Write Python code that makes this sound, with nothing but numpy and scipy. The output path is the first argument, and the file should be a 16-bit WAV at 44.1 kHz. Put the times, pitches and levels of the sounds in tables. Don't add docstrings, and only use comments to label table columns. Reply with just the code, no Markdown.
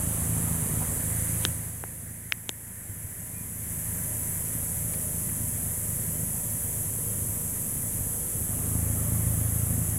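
import sys
import numpy as np
from scipy import signal
from scipy.fft import rfft, irfft
from scipy.io import wavfile
from scipy.ndimage import uniform_filter1d

SR = 44100
rng = np.random.default_rng(int(sys.argv[2]) if len(sys.argv) > 2 else 0)


def store_pcm(level_fs):
    pcm = np.round(np.clip(level_fs, -1, 1) * 32767).astype(np.int16)
    wavfile.write(sys.argv[1], SR, np.atleast_2d(pcm).T)


N = 440118
TIME = np.arange(N) / SR

# t/s, exhaust throb/dB, body boom/dB
ENGINE_EFFORT = [(0, 3.5, 8), (.7, 3, 8.5), (1, 2, 7.5), (1.25, 6, 3.5), (2, 2.5, 3), (4.1, -2, -2.5),
                 (5, -2, 0), (6.3, -0.5, -1.5), (8.3, 0, -0.5), (8.65, 6.5, 6.5), (9.3, 8.5, 5.5),
                 (9.98, 6.5, 4.5)]


def gain_of(db):
    return 10 ** (np.asarray(db) / 20)


def evened(x):
    return x / np.sqrt(np.mean(x ** 2) + 1e-20)


def level_at(spectrum, hz):
    f, level = np.transpose(spectrum)
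    return np.interp(np.log(hz + 1), np.log(f + 1), level)


def follow(rows):
    times, *columns = np.transpose(rows)
    return [np.interp(TIME, times, column) for column in columns]


def drift(per_s):
    hz = np.fft.rfftfreq(N, 1 / SR)
    return evened(irfft(rfft(rng.standard_normal(N)) / (1 + (hz / per_s) ** 4), N))


def ring(hz, width_hz, size):
    t = np.arange(size) / SR
    return np.exp(-np.pi * width_hz * t) * np.sin(2 * np.pi * hz * t)


def pulses(cycles, uneven_db):
    new_cycle = np.diff(np.floor(cycles), prepend=np.floor(cycles[0])) > 0
    return new_cycle * gain_of(uneven_db * rng.standard_normal(N))


def noise(spectrum, patchy_db, size):
    # f/Hz, level/dB
    side_levels = [(60, -51), (160, -48), (380, -29.5), (700, -23), (1300, -15.5), (2400, -45), (4400, -48),
                   (8000, -17.5), (15000, -18.5)]
    hz, hop = np.fft.rfftfreq(size, 1 / SR), size // 4
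    draws = rng.standard_normal((5, N // hop + 5, len(hz))).transpose(0, 2, 1)
    mid_real, mid_imag, side_real, side_imag, patches = draws
    patches = uniform_filter1d(patches, size=10, axis=0)
    patches = evened(uniform_filter1d(patches, size=10, axis=1))
    mid = mid_real + 1j * mid_imag
    side = (side_real + 1j * side_imag) * gain_of(level_at(side_levels, hz))[:, None]
    colour = gain_of(level_at(spectrum, hz)[:, None] + patchy_db * patches)
    left_right = np.array([mid + side, mid - side]) * colour
    _, sound = signal.istft(left_right, nperseg=size, noverlap=size - hop)
    return evened(sound[:, :N])


def far_hiss():
    # f/Hz, level/dB
    spectrum = [(300, 4.5), (600, 10.5), (850, -22), (1250, -2.5), (2000, 1.5), (2600, -2), (3200, -1.5),
                (3900, -6.5), (4800, -7), (7000, -9)]
    return gain_of(-19.5) * noise(spectrum, patchy_db=1.0, size=1024)


def whines():
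    # start/s, end/s, first f/Hz, last f/Hz, level against the cicada chorus/dB
    tones = [(.2, 5.1, 977, 975, -26), (4.8, 8.4, 975, 974, -29), (5.9, 8.5, 944, 932, -32),
             (2.8, 4.4, 628, 620, -25), (4.5, 8, 604, 575, -27), (5.9, 8.5, 472, 466, -23.5),
             (8.5, 9.98, 520, 523, -25), (.9, 2.3, 520, 516, -23), (3.31, 3.46, 2400, 2415, -18)]
    out = np.zeros(N)
    for start, end, start_hz, end_hz, db in tones:
        hz = np.interp(TIME, [start, end], [start_hz, end_hz]) * (1 + .002 * drift(per_s=12))
        fade_s = min(.3, (end - start) / 3)
        fade = np.clip(np.minimum(TIME - start, end - TIME) / fade_s, 0, 1)
        out += fade * gain_of(db + 2 * drift(per_s=3.8)) * np.sin(2 * np.pi * np.cumsum(hz) / SR)
    return out


def air(swell_peak_s=2.34, swell_width_s=1.16, road_end_s=1.12, road_fade_s=.23):
    # f/Hz, level/dB
    wash_spectrum = [(700, -7.5), (1300, -6.5), (1550, -1), (1850, 4), (2200, 0), (2600, -9), (4000, -19.5)]
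    # f/Hz, level/dB
    rush_spectrum = [(250, -2), (500, 2.5), (900, -1), (1300, 0), (1900, -13), (2600, -11), (3300, -13),
                     (4800, -30)]
    swell = gain_of(-46) / np.hypot(1, (TIME - swell_peak_s) / swell_width_s)
    road = gain_of(-48) * np.clip((road_end_s - TIME) / road_fade_s, 0, 1)
    throb_db, _ = follow(ENGINE_EFFORT)
    wash = np.hypot(swell, gain_of(-63 + throb_db)) * noise(wash_spectrum, patchy_db=1.3, size=1024)
    rush = np.hypot(road, gain_of(-58.5 + throb_db)) * noise(rush_spectrum, patchy_db=1.5, size=1024)
    return wash + rush


def scuffs():
    # t/s, length/s, f/Hz, width/Hz, level/dB
    puffs = [(0.792, 0.058, 845, 400, -41), (1.397, 0.093, 3120, 1200, -47), (4.918, .04, 2300, 400, -50),
             (4.926, .03, 4370, 2500, -49), (5.283, 0.023, 2000, 600, -48)]
    out = np.zeros(N)
    for start, length, hz, width, db in puffs:
        at, size = round(start * SR), round(length * SR)
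        puff = signal.fftconvolve(rng.standard_normal(size + 2047), ring(hz, width, size=2048), "valid")
        out[at:at + size] += gain_of(db) * evened(puff) * np.hanning(size)
    return out


def bumps():
    # t/s, level/dB
    knocks = [(2.896, -31), (3.046, -30), (8.008, -21.5)]
    out = np.zeros(N)
    for start, db in knocks:
        knock = gain_of(db) * ring(hz=94, width_hz=12, size=8192)
        out[round(start * SR):][:len(knock)] += knock
    return out


def clicks(left_db=3, floor_db=-44, size=2048):
    # f/Hz, width/Hz
    case_resonances = [(340, 290), (800, 490), (1550, 590), (2300, 1260), (3400, 1300), (5350, 1500),
                       (7100, 2300), (12000, 7100)]
    # t/s, then one level/dB for each resonance
    taps = [(1.4512, 12.5, 1, 12, -20, 14, 1, 2, -6), (1.8383, 1, 4, -0.5, -11, -32, -34, -32, -32),
            (2.3226, -12, -6, 1, 15.5, 4, 1, -18, -12), (2.4928, 7.5, 1, -5, -5, 7.5, -21, 3, -13)]
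    out, hz = np.zeros(N), abs(np.fft.fftfreq(size, 1 / SR))
    peaks = np.array([np.exp(-np.log(2) * (2 * (hz - centre) / width) ** 2)
                      for centre, width in case_resonances])
    travel = np.exp(-.2j * np.sqrt(hz))
    for start, *peak_db in taps:
        log_gain = np.log(gain_of(peak_db) @ peaks + gain_of(max(peak_db) + floor_db))
        spectrum = np.exp(np.conj(signal.hilbert(log_gain))) * travel
        click = irfft(spectrum[:size // 2 + 1])[:size // 2]
        out[round(start * SR):][:len(click)] += click
    return out * gain_of([[left_db], [-left_db]])


def dip(fall_at_s=1.417, creep_at_s=2.43, return_at_s=3.5):
    floor_db, fall_s, creep_db_per_s, return_s = -12, .31, 5.5, .23
    falling, creeping, returning = (np.maximum(TIME - s, 0) for s in (fall_at_s, creep_at_s, return_at_s))
    depth_db = floor_db * (1 - np.exp(-falling / fall_s)) + creep_db_per_s * (creeping - returning)
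    return gain_of(depth_db / (1 + (returning / return_s) ** 2))


def resonate(firings, resonances):
    one_strike = sum(gain_of(db) * width * ring(hz, width, size=8192) for hz, width, db in resonances)
    return evened(signal.oaconvolve(firings, one_strike)[:N])


def engine():
    # t/s, firing rate/Hz
    idle = [(0, 27.3), (.5, 27.3), (.9, 26.2), (1.2, 27.4), (2, 26.8), (4.4, 27.2), (8.3, 25.7), (8.7, 27),
            (9.3, 27.4)]
    # f/Hz, width/Hz, level/dB
    exhaust = [(57.4, 11, -18), (83.1, 3.9, 1), (109.9, 9.7, 4)]
    # f/Hz, width/Hz, level/dB
    car_body = [(165, 10, 0), (205, 25, -16), (238, 14, -11)]
    # f/Hz, level/dB
    rumble_spectrum = [(25, -24), (45, -7), (75, 0), (125, 5), (190, 0), (250, -6), (300, -11.5),
                       (400, -14), (520, -15), (720, -17.5), (860, -23), (1200, -25), (1600, -31),
                       (3000, -57)]
    firing_hz, = follow(idle)
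    throb_db, boom_db = follow(ENGINE_EFFORT)
    cycles = np.cumsum(firing_hz) / SR + .01 * drift(per_s=12)
    firings = pulses(cycles, uneven_db=2.2)
    throb = gain_of(-38 + throb_db) * resonate(firings, exhaust)
    boom = gain_of(-43.5 + boom_db) * resonate(firings, car_body)
    tones = signal.sosfilt(signal.butter(3, 45, "high", fs=SR, output="sos"), throb + boom)
    drone = gain_of(-48.3) * np.sin(2 * np.pi * cycles)
    rumble = gain_of(-38.5 + .36 * boom_db) * noise(rumble_spectrum, patchy_db=1.5, size=4096)
    return tones + drone + rumble


def far_cicadas(mid_turn_s=1.95, turn_length_s=1.1):
    # f/Hz, level/dB
    lawn_spectrum = [(4200, -53), (5300, -27), (6500, -12.5), (7000, -12.5), (7800, -5), (8600, -9.5),
                     (9700, -2), (10350, -1.5), (11100, 0.5), (11600, -4), (12050, -1.5), (12900, -8),
                     (14300, -16), (15800, -18)]
    # f/Hz, level/dB
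    road_spectrum = [(4200, -26), (5300, -27), (6500, -10), (7100, -11.5), (7800, -4), (8600, -5.5),
                     (9700, 1.5), (10400, -0.5), (11500, -4), (12050, -1.5), (12900, -8), (14300, -18),
                     (15800, -17)]
    turned = np.clip(.5 + (TIME - mid_turn_s) / turn_length_s, 0, 1)
    lawn = noise(lawn_spectrum, patchy_db=.56, size=1024)
    road = gain_of(.5) * noise(road_spectrum, patchy_db=.6, size=1024)
    return np.sqrt(turned) * lawn + np.sqrt(1 - turned) * road


def near_cicada(song, ribs, jitter_cycles):
    stroke_hz, song_db = follow(song)
    cycles = np.cumsum(stroke_hz) / SR + jitter_cycles * drift(per_s=120)
    buzz = np.zeros(N)
    for delay, hz, db in ribs:
        snaps = pulses(cycles - delay, uneven_db=1.5)
        buzz += gain_of(db) * signal.oaconvolve(snaps, ring(hz, width_hz=900, size=128))[:N]
    buzz = signal.sosfilt(signal.butter(4, [7200, 13000], "band", fs=SR, output="sos"), buzz)
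    return gain_of(song_db) * evened(buzz)


def cicadas():
    # t/s, stroke rate/Hz, level against the chorus/dB
    first_song = [(0, 147.3, -7), (1.1, 147.1, -6), (1.5, 145.4, -11), (2.1, 143, -25), (3, 143, -60)]
    second_song = [(0, 156.4, -13), (1.5, 156.8, -9.5), (3.3, 156.5, -9.5), (5.5, 156.9, -8.5),
                   (9.98, 156.5, -9.5)]
    # delay/cycles, f/Hz, level/dB
    first_ribs = [(0, 9680, 0), (-.01, 12050, -7), (.25, 9750, -2), (.27, 7850, -1)]
    second_ribs = [(0, 9750, 0), (.01, 7850, -8), (.17, 12050, -6)]
    _, first_db = follow(first_song)
    chorus = far_cicadas() * np.sqrt(np.clip(1 - gain_of(first_db) ** 2, 0, 1))
    first = near_cicada(first_song, first_ribs, jitter_cycles=.01)
    second = near_cicada(second_song, second_ribs, jitter_cycles=.007)
    return (chorus + second) * gain_of([[-.4], [.4]]) + first * gain_of([[-.7], [.7]])


def scene():
    # t/s, side level/dB
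    stereo_width = [(0, 10), (2.2, 10), (2.7, 1), (3.2, 0), (9.98, 0)]
    side_db, = follow(stereo_width)
    outdoors = gain_of(-32) * (cicadas() + whines() + far_hiss())
    surroundings = dip() * (outdoors + air() + engine())
    mid = surroundings.mean(0)
    side = gain_of(side_db) * (surroundings - mid)
    return mid + side + clicks() + scuffs() + bumps()


def record(dry):
    low_pass = signal.firwin(511, cutoff=15850, window=("kaiser", 9), fs=SR)
    return signal.oaconvolve(dry, low_pass[None], "same")


dry = scene()
out = record(dry)
store_pcm(out)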